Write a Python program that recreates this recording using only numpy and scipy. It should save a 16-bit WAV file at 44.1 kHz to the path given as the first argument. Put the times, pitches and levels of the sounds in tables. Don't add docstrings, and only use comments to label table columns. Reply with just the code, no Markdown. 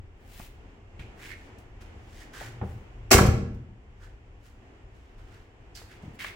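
import sys
import numpy as np
from scipy import signal
from scipy.fft import rfft, irfft, next_fast_len
from scipy.io import wavfile
from scipy.ndimage import map_coordinates

SR = 44100
rng = np.random.default_rng(int(sys.argv[2]) if len(sys.argv) > 2 else 0)


def transcribe(signal):
    frames = np.atleast_2d(signal).T
    limited = np.clip(frames, -1, 1)
    pcm = np.round(limited * 32767).astype(np.int16)
    wavfile.write(sys.argv[1], SR, pcm)


N = 280255

# f/Hz, likeness (1 same, -1 opposite)
FAR_LIKENESS = [(60, 0.98), (180, 0.99), (550, 0.59), (1650, -0.21), (4970, -0.089), (15000, -0.11)]
# f/Hz, likeness
NEAR_LIKENESS = [(60, 0.92), (180, 0.88), (550, 0.77), (1650, 0.21), (4970, -0.06), (15000, -0.42)]


def amp(db):
    return 10 ** (np.asarray(db) / 20)


def unit(x):
    return x / np.sqrt(np.mean(x ** 2) + 1e-20)


def along(points, hz):
    f, value = np.transpose(points)
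    return np.interp(np.log(hz + 1), np.log(f + 1), value)


def wobble(rate):
    knots = rng.standard_normal(int(N * rate / SR) + 4)
    return map_coordinates(knots, [np.arange(N) * rate / SR])


def filtered(x, response):
    n = x.shape[-1]
    m = next_fast_len(n + 8192)
    spectrum = rfft(x, m) * response(np.fft.rfftfreq(m, 1 / SR))
    return irfft(spectrum, m)[..., :n]


def rush(spectrum, alike, size=N):
    def mid_side_gain(hz):
        turn = np.arccos(np.clip(along(alike, hz), -1, 1)) / 2
        return amp(along(spectrum, hz)) * [np.cos(turn), np.sin(turn)]

    mid, side = filtered(rng.standard_normal((2, size)), mid_side_gain)
    return unit(np.array([mid + side, mid - side]))


def door():
    # t/s, strength/dB, skin centre f/Hz, boom centre f/Hz
    contacts = [(3.1104, 0, 923, 200), (3.1129, 4, 396, 200), (3.1204, 2.5, 390, 199),
                (3.1287, 3.5, 1370, 201), (3.1376, -3, 800, 200), (3.1462, 1, 430, 65.5),
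                (3.167, -5.5, 1700, 300), (3.1789, -7.5, 500, 79.9), (3.1855, 0, 1130, 200),
                (3.1904, -1, 1102, 399), (3.2093, -2, 450, 111.3), (3.2312, -3.5, 450, 203),
                (3.252, 0, 400, 147.6), (3.2854, -1, 451.4, 94), (3.3403, -2, 292, 107.7),
                (3.395, -2, 239, 205), (3.4295, -2, 301.5, 108.3), (3.5064, 0, 349, 65),
                (3.5981, 1.5, 269, 114.2)]
    # t/s, level/dB
    strikes = [(3.1055, -30.5), (3.1104, -15.5), (3.1135, -9), (3.1203, -14), (3.1286, -11.5),
               (3.1376, -12.5), (3.1545, -20), (3.1789, -20), (3.2096, -31), (3.262, -31), (3.545, -64)]
    # f/Hz, level/dB per Hz
    crack_spectrum = [(900, -27), (1500, -7), (2900, -7), (3450, -14.5), (4000, -10), (5600, -7.5),
                      (7460, -8.5), (9000, -13.5), (14300, -13.5), (16000, -17.5)]
    # f/Hz, level/dB, t60/s before the damping factor
    latch_modes = [(2208, -0.5, .03), (5650, -1.5, .03), (7560, -1.5, .03)]

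    out, t = np.zeros((2, N + SR)), np.arange(SR // 4) / SR
    crack_envelope = amp(-60 * t / 0.086) * (1 - np.exp(-t / 0.001))
    for at, crack_db in strikes:
        crack = crack_envelope * rush(crack_spectrum, NEAR_LIKENESS, size=len(t))
        latch = amp(-6) * ring(latch_modes, t, damping=0.84, attack=.0004, centre=5000, octaves=10)
        out[:, round(at * SR):][:, :len(t)] += amp(crack_db) * (crack + latch)

    s, strength_db, skin_hz, boom_hz = np.transpose(contacts)

    def drive(full_db, until_s, loss_db_per_s):
        return full_db - loss_db_per_s * np.maximum(0, s - until_s)

    skin_db = strength_db + drive(full_db=-16, until_s=3.22, loss_db_per_s=200)
    boom_db = drive(full_db=-8.5, until_s=3.279, loss_db_per_s=79.1)
    sealed_s, squeeze_db_per_s = 3.144, 700
    boom_db = boom_db - squeeze_db_per_s * np.maximum(0, sealed_s - s)
    boom_db = boom_db + 0.6 * strength_db
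    boom_db = boom_db - 4 * np.log2(np.maximum(boom_hz / 110, 1))
    body = np.transpose([s, skin_db, skin_hz, boom_db, boom_hz, np.ones(len(s))])
    return out[:, :N] + thuds(body, sheet_t60=0.073, ring_db=3.0, damping=0.22, boom_damping=0.45)


def thuds(table, sheet_t60, ring_db, damping, boom_damping):
    # f/Hz, level/dB per Hz
    sheet_spectrum = [(150, -30), (250, 0.5), (702, -5.5), (798, -2.5), (971, -12.5), (1130, -9),
                      (1550, -9), (4000, -21), (5200, -55.5), (8800, -120)]
    # f/Hz, level/dB, t60/s before the damping factor
    skin_modes = [(228.7, 3.5, 0.51), (379, 4.5, 0.2), (431.6, -3.5, 0.22), (520, -5, 0.28),
                  (764, -6.5, 0.22), (1140, -1, 0.14), (1669, -12, 0.41), (1860, -16, 0.22)]
    # f/Hz, level/dB, t60/s before the damping factor
    cabin_modes = [(59, -1.5, 0.64), (83.3, 4, 0.43), (92, -1.5, 0.17), (116.3, 3.5, 0.43),
                   (150, -2.5, 0.3), (193.2, -1.5, 0.22)]

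    out, t = np.zeros((2, N + SR)), np.arange(SR // 2) / SR
    for s, skin_db, skin_hz, boom_db, boom_hz, lasts in table:
        noise = rush(sheet_spectrum, NEAR_LIKENESS, size=len(t))
        sheet = unit(filtered(noise, lambda hz: near(hz, skin_hz, 0.79)))
        sheet = sheet * amp(-60 * t / (lasts * sheet_t60)) * (1 - np.exp(-t / .0004))
        skin = sheet + amp(ring_db) * ring(skin_modes, t, lasts * damping, 0.0011, skin_hz, 0.5)
        boom = ring(cabin_modes, t, lasts * boom_damping, 0.001404, boom_hz, 0.51)
        out[:, round(s * SR):][:, :len(t)] += amp(skin_db) * skin + amp(boom_db) * boom
    return filtered(out[:, :N], lambda hz: (hz / (hz - 28j)) ** 2)


def ring(modes, t, damping, attack, centre, octaves):
    hz, db, t60 = np.transpose(modes)[:, :, None]
    hz = hz * (1 + 0.013 * rng.standard_normal(hz.shape))
    size = amp(db) * near(hz, centre, octaves)
    size = size * amp(rng.normal(0, 1, db.shape)) / np.linalg.norm(size)
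    decay = amp(-60 * t / (damping * t60))
    wave = np.sum(size * decay * np.sin(2 * np.pi * hz * t), axis=0)
    return wave * (1 - np.exp(-t / attack))


def near(hz, centre, octaves):
    return 1 / (1 + (np.log2((hz + 1) / centre) / octaves) ** 2)


def swing():
    # t/s, level/dB
    hum_levels = [(2.36, -62), (2.42, -44.5), (2.8, -48.5), (3.05, -52), (3.121, -67.5)]
    s, level_db = np.transpose(hum_levels)
    t = np.arange(N) / SR
    hum = np.sin(2 * np.pi * 114 * t + .9 * wobble(35))
    level_db = np.interp(t, s, level_db, left=-120, right=-120)
    return amp(level_db + 4 * wobble(22)) * hum


def scuffs():
    # start t/s, rise/s, hold/s, fall/s, grit level/dB, treble tilt/dB per octave,
    # hollow level under the sole/dB, hollow f/Hz, glide/octaves per s, Q, left-right/dB
    drags = [(0.216, 0.12, 0.13, .04, -53.5, 8, -57.5, 2300, -1, 1.03, 3.5),
             (0.992, .003, 0.0087, 0.1, -53.5, -3.5, -51.5, 2300, 3.5, 4.9, -2),
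             (1.152, 0.053, 0.11, 0.05, -59, 2.5, -51.5, 2030, 2, 2.2, -1.5),
             (1.275, 0.032, .035, .015, -70, -3, -48, 1970, -2, 4.3, -7.5),
             (1.337, .01, 0.14, .05, -66.5, -3, -87, 1850, 0, 3, 2),
             (1.582, 0.0033, .003, 0.051, -60, 2, -66, 1000, 2, 1.8, 3),
             (1.799, .012, 0.019, .1, -59.5, -3, -59.5, 1600, 2, 1.6, 0),
             (1.962, 0.22, 0.056, 0.064, -58, -2, -60, 1790, -1, 3.3, 0.5),
             (2.2, 0.024, 0.0068, 0.037, -75, -1.5, -52.5, 1890, 2, 15, -10),
             (2.319, 0.021, 0.13, 0.084, -53.5, -0.5, -49.5, 1620, 1.5, 2, -1),
             (2.578, 0.078, 0.09, 0.18, -68, 3, -66, 1600, -2, 2, 3),
             (3.979, 0.057, 0.0041, 0.095, -61, -2.5, -54.5, 1500, 3, 4.8, -3),
             (4.396, 0.061, .004, 0.13, -64, 0, -64, 1650, -2.5, 1.5, -0.5),
             (4.869, 0.086, .02, .4, -65.5, -3.5, -74, 1600, 7, 1.5, 2),
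             (5.177, 0.0029, 0.0042, 0.27, -63.5, -3.5, -65, 1500, -4, 1.5, -3),
             (5.2, 0.14, .01, 0.17, -58.5, -3.5, -59.5, 1568, 1, 1.9, -.5),
             (5.745, 0.0068, 0.03, 0.04, -53.5, 0, -52.5, 4670, -6.5, 5.7, -3),
             (5.75, 0.0042, 0.055, 0.14, -58, 2.5, -58.5, 1840, -6, 1.5, -5),
             (5.853, 0.059, 0.0096, 0.12, -64.5, -2.5, -55, 1840, 1, 1.7, -2),
             (6.021, .003, .004, 0.24, -68.5, -0.5, -78, 1300, 0, 1.5, -2.5),
             (6.132, 0.02, 0.0028, 0.03, -61.5, 5, -77, 1400, -1, 1.5, -2.5),
             (6.187, 0.0057, 0.093, 0.053, -54, 5, -43, 2070, -0.5, 2.1, -1.5)]
    # f/Hz, level/dB per Hz
    grit_spectrum = [(1760, -28), (3000, -5.5), (4080, -10.5), (4570, -8), (4970, -8.5), (7350, -9),
                     (8700, -14), (14600, -20.5), (16000, -13.5)]
    fade_db, crown_db = 22, 3

    grains = rush([(300, 0)], [(300, 0.41)])
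    grains = grains * unit(amp(2.2 * wobble(600)))
    hz, t, z = signal.stft(grains, SR, nperseg=256, noverlap=192)
    f, power = hz[:, None] + 1, np.zeros(z.shape)

    def norm(shape):
        return shape / np.mean(shape, axis=0)

    for start, rise, hold, fall, grit_db, tilt_db, hollow_db, hollow_hz, glide, sharp, pan_db in drags:
        on = (t >= start - rise) & (t <= start + rise + hold + 2 * fall)
        into = t[on] - start - rise
        press_db = fade_db * np.minimum(0, np.minimum(into / rise, (hold - into) / fall))
        press_db = press_db + crown_db * np.sin(np.pi * np.clip(into / hold, 0, 1))
        centre = hollow_hz * 2 ** (glide * (into - hold / 2))
        grit = norm(amp(along(grit_spectrum, f) + tilt_db * np.log2(f / 7000)) ** 2)
        hollow = norm(1 / (1 + (sharp * (f / centre - centre / f)) ** 2) ** 1.32)
        both = amp(grit_db) ** 2 * grit + amp(hollow_db) ** 2 * hollow
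        pan = amp(np.array([1, -1])[:, None, None] * pan_db)
        power[..., on] += both * amp(press_db) ** 2 * pan
    drag = signal.istft(z * np.sqrt(power), SR, nperseg=256, noverlap=192)[1][:, :N]
    return drag * unit(amp(0.59 * wobble(70)))


def garage(x):
    # f/Hz, t60/s
    decay_times = [(60, 0.62), (200, 0.92), (700, 0.55), (2500, 0.58), (6000, 0.46), (12000, 0.33)]
    noise = rush([(40, -13.5), (200, -7.0), (500, -4.5)], FAR_LIKENESS, size=SR)
    hz, t, z = signal.stft(noise, SR, nperseg=512)
    decay = amp(-60 * t / along(decay_times, hz)[:, None])
    tail = signal.istft(z * decay, SR, nperseg=512)[1]
    before_s = .012
    tail = np.pad(tail, ((0, 0), (round(before_s * SR), 0))) / np.linalg.norm(tail[0])
    return signal.fftconvolve(x.mean(axis=0)[None], tail, axes=1)[:, :N]


def traffic():
    # t/s, rumble level/dB, drone level/dB
    levels = [(0, -43.5, -59.5), (.2, -48.5, -57), (1.2, -50.5, -53.5), (2.202, -48, -53.5),
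              (3, -46.5, -51), (3.8, -49, -59), (4.7, -51, -56.5), (5.53, -50.5, -56.5), (6.35, -53.5, -53)]
    # f/Hz, level/dB per Hz
    rumble_spectrum = [(12, -28), (20, -5.5), (38, 1.5), (49, -3), (86, -2.5), (117, -5.5), (146, -31),
                       (200, -29), (260, -47.5), (440, -120)]
    # f/Hz, level/dB per Hz
    drone_spectrum = [(82, -33), (140, -6), (204, -4.5), (400, -4), (595, -12), (726, -9), (1290, -17),
                      (1840, -16), (2910, -19.5), (3990, -32.5), (7530, -34.5), (9000, -46.5), (16000, -54)]
    s, rumble_db, drone_db = np.transpose(levels)
    t = np.arange(N) / SR
    rumble_gain = amp(np.interp(t, s, rumble_db) + 1.5 * wobble(11.0))
    drone_gain = amp(np.interp(t, s, drone_db) + 1.4 * wobble(7.1))
    rumble = rumble_gain * rush(rumble_spectrum, FAR_LIKENESS)
    return rumble + drone_gain * rush(drone_spectrum, FAR_LIKENESS)


def scene():
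    # t/s, upper level/dB, upper centre f/Hz,
    # boom level/dB, boom centre f/Hz, ring length as a share of the usual
    knock_table = [(.3978, -38.5, 840, -35, 194, 0.46), (.9931, -45.5, 3000, -35.5, 161, .6),
                   (1.0061, -51, 2250, -42, 115, 1.01), (2.4094, -38, 763, -42, 113, 1.2),
                   (2.6133, -34, 880, -34, 190, .8), (2.6152, -40.5, 375, -26, 100, 1.3),
                   (2.6255, -34, 347, -25, 196, 1.3), (2.6344, -40.5, 675, -41, 186, 1.1),
                   (2.6894, -52, 400, -30, 70, 1.01), (2.7614, -56, 400.3, -35.5, 100, .7),
                   (5.816, -48.5, 1050, -62, 115, .5), (6.0344, -51, 292, -35, 182, 1.01),
                   (6.0794, -53, 303, -34, 136.5, 1.01), (6.2455, -26.5, 2070, -57, 116, .3)]
    slam, shoes = door(), scuffs()
    knocks = thuds(knock_table, sheet_t60=0.099, ring_db=-3.5, damping=0.21, boom_damping=0.444)
    echoes = garage(amp(-5.5) * slam + amp(-9) * knocks + amp(-6.0) * shoes)
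    return slam + knocks + shoes + echoes + swing() + traffic()


def record(dry):
    # f/Hz, left-right level/dB
    port_colour = [(60, 1), (350, 1.5), (1400, -2), (2800, 0), (5600, -2.5), (10000, 3.5)]
    top_hz, slope_hz = 15830, 300
    ports = filtered(dry, lambda hz: amp(np.array([[.5], [-.5]]) * along(port_colour, hz)))
    rounded = ports / (1 + np.abs(ports) ** 4) ** (1 / 4)
    return filtered(rounded, lambda hz: np.clip((top_hz + slope_hz - hz) / slope_hz, 0, 1) ** 2)


dry = scene()
out = record(dry)
transcribe(out)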